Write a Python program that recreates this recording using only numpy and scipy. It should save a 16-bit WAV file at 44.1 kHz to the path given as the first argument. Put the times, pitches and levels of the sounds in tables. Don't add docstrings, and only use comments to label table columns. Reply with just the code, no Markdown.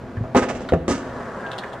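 import sys
import numpy as np
from scipy import signal
from scipy.fft import rfft, irfft
from scipy.io import wavfile

SR = 44100
rng = np.random.default_rng(int(sys.argv[2]) if len(sys.argv) > 2 else 0)


def unload_wav(signal):
    wavfile.write(
        sys.argv[1],
        SR,
        np.round(np.clip(np.atleast_2d(signal).T, -1, 1) * 32767).astype(np.int16),
    )


N = 79380
TIME = np.arange(N) / SR
HZ = np.maximum(np.fft.rfftfreq(N, 1 / SR), 1)
TILT_PIVOT_HZ = 360

# frequency in Hz, relative level in dB.
RATTLE_TONE = [(1200, -50), (2800, 5), (3800, -3.5), (4600, 0), (6000, 4.5), (7800, 1.5), (9200, -11.5),
               (11000, -19), (13000, -43.5), (16000, -44)]


def ramp():
    # level in dB, pitch in Hz, fade time in seconds.
    knocks = [(.240, -46, -31, 8.5, -33.5, 649, 0.22), (0.3483, -30, -8.5, 1, -14, 818, 0.041),
              (.3555, -28, -11, -2, -5.5, 399, 0.059), (.365, -25, -13, -7, -9.5, 264, 0.078),
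              (.424, -28, -23, 5.5, -23, 131.2, 0.32), (0.7225, -11, -13, -1, -10.5, 489, 0.066),
              (0.7291, -36, -22.5, 3, -12, 662, .08), (0.7363, -16, -18.5, -1, -12.5, 169.7, .1),
              (0.8811, -49, -16.5, 3, -23, 371, 0.14), (.907, -33, -19.5, -1, -14, 274.6, 0.15)]
    # pitch in Hz, level in dB, fade time in seconds.
    frame_notes = [(82, -3.5, 0.17), (162, -3.5, 0.12)]
    panel_notes = [(208.8, -10.5, 0.15), (254.8, -5, 0.23), (332.2, -5.5, 0.21), (413.8, -6.5, 0.12),
                   (520.4, -10.5, 0.2), (706.6, -9.5, 0.11), (784, -13, 0.11)]
    # frequency in Hz, relative level in dB.
    thud_tone = [(25, -47), (60, -22.5), (160, -20.5), (230, 7.5), (500, 10), (800, -7.5), (1100, -9.5),
                 (2000, -34), (6000, -63)]
    # start in seconds, level in dB, pitch in Hz.
    soft_bumps = [(0.1714, -15, 108.7), (0.209, -12, 119)]
    bumps = sum(note(start, db, hz, fade_s=0.08) for start, db, hz in soft_bumps)
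    frame = ring(frame_notes, [(start, db, 0) for start, db, *_ in knocks])
    panels = ring(panel_notes, [(start, db - 1.5, tilt) for start, _, db, tilt, *_ in knocks])
    hollow = sum(note(start, db, hz, fade_s) for start, *_, db, hz, fade_s in knocks)
    octaves = np.clip(np.log2(HZ / TILT_PIVOT_HZ), -1, 2)
    thud = 0
    for start, _, db, tilt, *_ in knocks:
        tilted_tone = tone(thud_tone) * from_db(tilt * octaves)
        thud += from_db(db - 2.5) * blow(start, fade_s=0.15) * noise(tilted_tone)
    low_cut = signal.butter(2, 63, "high", fs=SR, output="sos")
    return signal.sosfilt(low_cut, thud + panels + hollow + frame - bumps)


def skates():
    # start in seconds, clack in dB, rattle in dB, scrape length and fade time in seconds.
    hits = [(0.3485, -21.5, -41, .0005, .06), (0.3551, -14, -37, 0.0022, 0.079),
            (0.3646, -20, -27, .003, .06), (.372, -21, -31, 0.0096, 0.13), (0.42, -24, -39.5, 0.016, 0.088),
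            (0.485, -27.5, -39.5, 0.021, 0.089), (.538, -38, -48, 0.034, 0.065),
            (.604, -46, -52, 0.018, 0.08), (0.69, -31.5, -50.5, 0.0019, 0.065),
            (0.7217, -27, -62, 0.00093, 0.025), (0.7353, -21.5, -45, 0.00089, 0.032),
            (.8796, -24, -28.5, .0003, .1), (0.891, -31, -33, 0.012, 0.12), (.907, -28.5, -33, .013, 0.25)]
    # frequency in Hz, relative level in dB.
    clack_tone = [(200, -26), (600, 9.5), (1000, 3.5), (1700, 2), (2400, -3), (3300, -13.5), (5000, -25),
                  (14000, -55)]
    # pitch in Hz, level in dB, fade time in seconds.
    skate_notes = [(1247, 2, 0.13), (1582, -11, 0.13), (1756, -12, 0.36), (1910, -17, 0.1),
                   (1980, -16.5, 0.35), (2490, -13, 0.1), (3760, -8.5, 0.099)]
    clack_level = blows([(db, start, fade_s, scrape_s) for start, db, _, scrape_s, fade_s in hits])
    rattle_level = blows([(db, start, fade_s, scrape_s) for start, _, db, scrape_s, fade_s in hits])
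    clatter = clack_level * noise(tone(clack_tone)) + rattle_level * noise(tone(RATTLE_TONE))
    ring_db, free_fade_s = -5, 0.18
    strikes = [(start, db + ring_db + 20 * np.log10(fade_s / free_fade_s), 0)
               for start, db, _, _, fade_s in hits]
    ringing = ring(skate_notes, strikes)
    return pan(clatter * grain(depth_db=2.5) + ringing, right_db=3.5)


def snaps():
    # start in seconds, level in dB.
    contacts = [(0.349, -36), (.356, -27), (0.366, -24), (.7228, -44), (0.7366, -27.5), (.8803, -36)]
    decay_s, top_hz = 0.0007, 7000
    level = sum(from_db(db) * (TIME >= start) * np.exp(-np.abs(TIME - start) / decay_s)
                for start, db in contacts)
    return signal.sosfilt(signal.butter(1, top_hz, fs=SR, output="sos"), level * noise(1))


def rolling():
    # time in seconds, level in dB.
    levels = [(0, -39), (.33, -39.5), (.45, -33), (.65, -32.5), (.84, -43.5), (1.0, -33.5), (1.2, -33),
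              (1.62, -34), (1.8, -38.5)]
    # frequency in Hz, relative level in dB.
    ramp_tone = [(25, -17), (60, 0), (95, -7.5), (128, 6), (170, -5), (245, 7), (310, -5), (380, -2),
                 (650, -3), (1000, -14.5), (1800, -18), (2400, -24.5), (7000, -37.5), (14000, -67)]
    concrete_tone = [(40, -21), (130, -25), (300, -4.5), (520, 3), (800, -1), (1250, -2), (1800, -6),
                     (2300, -21.5), (4000, -29), (7500, -34), (12000, -49.5), (15000, -68)]
    leaves_ramp_s, crossing_s = 1.083, 0.79
    concrete_share = np.clip(0.5 + (TIME - leaves_ramp_s) / crossing_s, 0, 1)
    on_ramp = np.sqrt(1 - concrete_share) * noise(tone(ramp_tone))
    on_concrete = np.sqrt(concrete_share) * noise(tone(concrete_tone))
    return loudness(levels) * grain(depth_db=2) * (on_ramp + on_concrete)


def whine():
    # time in seconds, level in dB.
    levels = [(1.0, -64), (1.36, -55), (1.425, -41.5), (1.485, -36.5), (1.65, -68)]
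    return loudness(levels) * noise(band(1626, width_octaves=0.022))


def far_clacks():
    # start in seconds, level in dB, pitch in Hz, crisp top in dB.
    hits = [(.168, -39, 1640, -71), (.687, -36.5, 3450, -63), (0.6879, -28, 1500, -68),
            (1.462, -43, 3000, -67), (1.513, -38, 3340, -55), (1.528, -38.5, 2980, -58),
            (1.5806, -33, 3570, -47), (1.634, -29, 1750, -65), (1.728, -45, 3340, -56),
            (1.734, -32, 780, -64)]
    crisp = noise(band(7450, width_octaves=0.48) * tone(RATTLE_TONE) ** 0.25)
    clacks = 0
    for start, db, hz, top_db in hits:
        body = from_db(db) * noise(band(hz, width_octaves=0.23))
        clacks += blow(start, fade_s=0.05, scrape_s=0.0037) * (body + from_db(top_db) * crisp)
    return grain(depth_db=4) * clacks


def park_echo(sound):
    # frequency in Hz, relative level in dB.
    echo_tone = [(60, 6.5), (250, 1), (600, 0.5), (1500, -10), (3000, 2.5), (7000, -8), (12000, -4)]
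    echo_db, build_s, fade_s = -15.5, 0.0078, 0.79
    shape = (1 - np.exp(-TIME / build_s)) * from_db(-60 * TIME / fade_s)
    tail = unit_level(noise(tone(echo_tone)) * shape) / np.sqrt(N)
    return from_db(echo_db) * signal.fftconvolve(sound, tail, axes=1)[:, :N]


def outdoors():
    # frequency in Hz, relative level in dB.
    wash_tone = [(25, -25), (60, -6.5), (120, -4.5), (240, -2), (400, -6), (700, -11), (1500, -15.5),
                 (2500, -31.5), (5000, -49), (12000, -51), (15000, -85)]
    wash = from_db(-41) * noise(tone(wash_tone))
    hum = from_db(-45.5) * noise(band(134.4, width_octaves=0.22))
    return wash + hum


def breeze():
    # frequency in Hz, relative level in dB.
    rumble_tone = [(20, 14), (60, -9.5), (120, -18), (300, -18), (1000, -47)]
    spectrum = rfft(rng.standard_normal((2, N))) * tone(rumble_tone)
    return from_db(-57) * unit_level(irfft(spectrum, N))


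def blow(start, fade_s, scrape_s=0):
    age = np.maximum(TIME - start, 0)
    rise_s = 0.00044 + 0.12 * scrape_s
    return (1 - np.exp(-age / rise_s)) * from_db(-60 * np.maximum(age - scrape_s, 0) / fade_s)


def blows(hits):
    return np.sqrt(sum((from_db(db) * blow(*timing)) ** 2 for db, *timing in hits))


def note(start, db, hz, fade_s):
    return from_db(db) * blow(start, fade_s) * np.sin(2 * np.pi * hz * (TIME - start))


def ring(notes, strikes, spread_db=0.55):
    sound = np.zeros(N)
    for start, db, tilt in strikes:
        age = np.maximum(TIME - start, 0)
        for hz, note_db, fade_s in notes:
            level = db + note_db + tilt * np.log2(hz / TILT_PIVOT_HZ) + spread_db * rng.standard_normal()
            sound += from_db(level - 60 * age / fade_s) * np.sin(2 * np.pi * hz * age)
    return sound


def grain(depth_db, step_s=0.0013):
    steps = np.arange(0, 2, step_s)
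    flicker = np.interp(TIME, steps, rng.standard_normal(len(steps)))
    return unit_level(from_db(depth_db * flicker))


def noise(gain):
    # frequency in Hz, likeness of left and right from 0 to 1.
    likeness = [(25, 0.9), (80, 1), (250, 0.99), (600, .97), (1100, 0.88), (2000, 0.88), (8000, 0.38)]
    alike = per_hz(likeness)
    middle, side = rfft(rng.standard_normal((2, N)))
    spectrum = np.sqrt(1 + alike) * middle + np.sqrt(1 - alike) * side * [[1], [-1]]
    return unit_level(irfft(gain * spectrum, N))


def band(hz, width_octaves):
    return 1 / np.sqrt(1 + (np.log2(HZ / hz) / width_octaves) ** 4)


def per_hz(points):
    hz, value = np.transpose(points)
    return np.interp(np.log(HZ), np.log(hz), value)


def tone(points):
    return from_db(per_hz(points))


def loudness(points):
    return from_db(np.interp(TIME, *np.transpose(points)))


def from_db(db):
    return 10 ** (np.asarray(db) / 20)


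def unit_level(sound):
    return sound / np.sqrt(np.mean(sound ** 2) + 1e-20)


def pan(stereo, right_db):
    return stereo * from_db([[-right_db / 2], [right_db / 2]])


def from_the_right(stereo, lag_s):
    return np.array([np.interp(TIME - lag_s, TIME, stereo[0]), stereo[1]])


def scene():
    thumps = from_the_right(ramp(), lag_s=0.000099)
    clacks = from_the_right(skates() + snaps(), lag_s=0.00005)
    hits = thumps + clacks + far_clacks()
    wheels = pan(rolling() + whine(), right_db=-0.4)
    return hits + park_echo(hits) + wheels + outdoors() + breeze()


def record(dry):
    motor_hz, memory, depth = 150, 0.55, 0.85
    ceiling, top_hz = 0.65, 15800
    one_turn_delay = np.exp(-2j * np.pi * np.fft.rfftfreq(2 * N, 1 / SR) / motor_hz)
    past_turns = (1 - memory) * one_turn_delay / (1 - memory * one_turn_delay)
    filtered = irfft(rfft(dry, 2 * N) * (1 - depth * past_turns))[:, :N]
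    rounded = ceiling * np.tanh(filtered / ceiling)
    return signal.sosfilt(signal.cheby2(12, 70, top_hz, fs=SR, output="sos"), rounded)


dry = scene()
out = record(dry)
unload_wav(out)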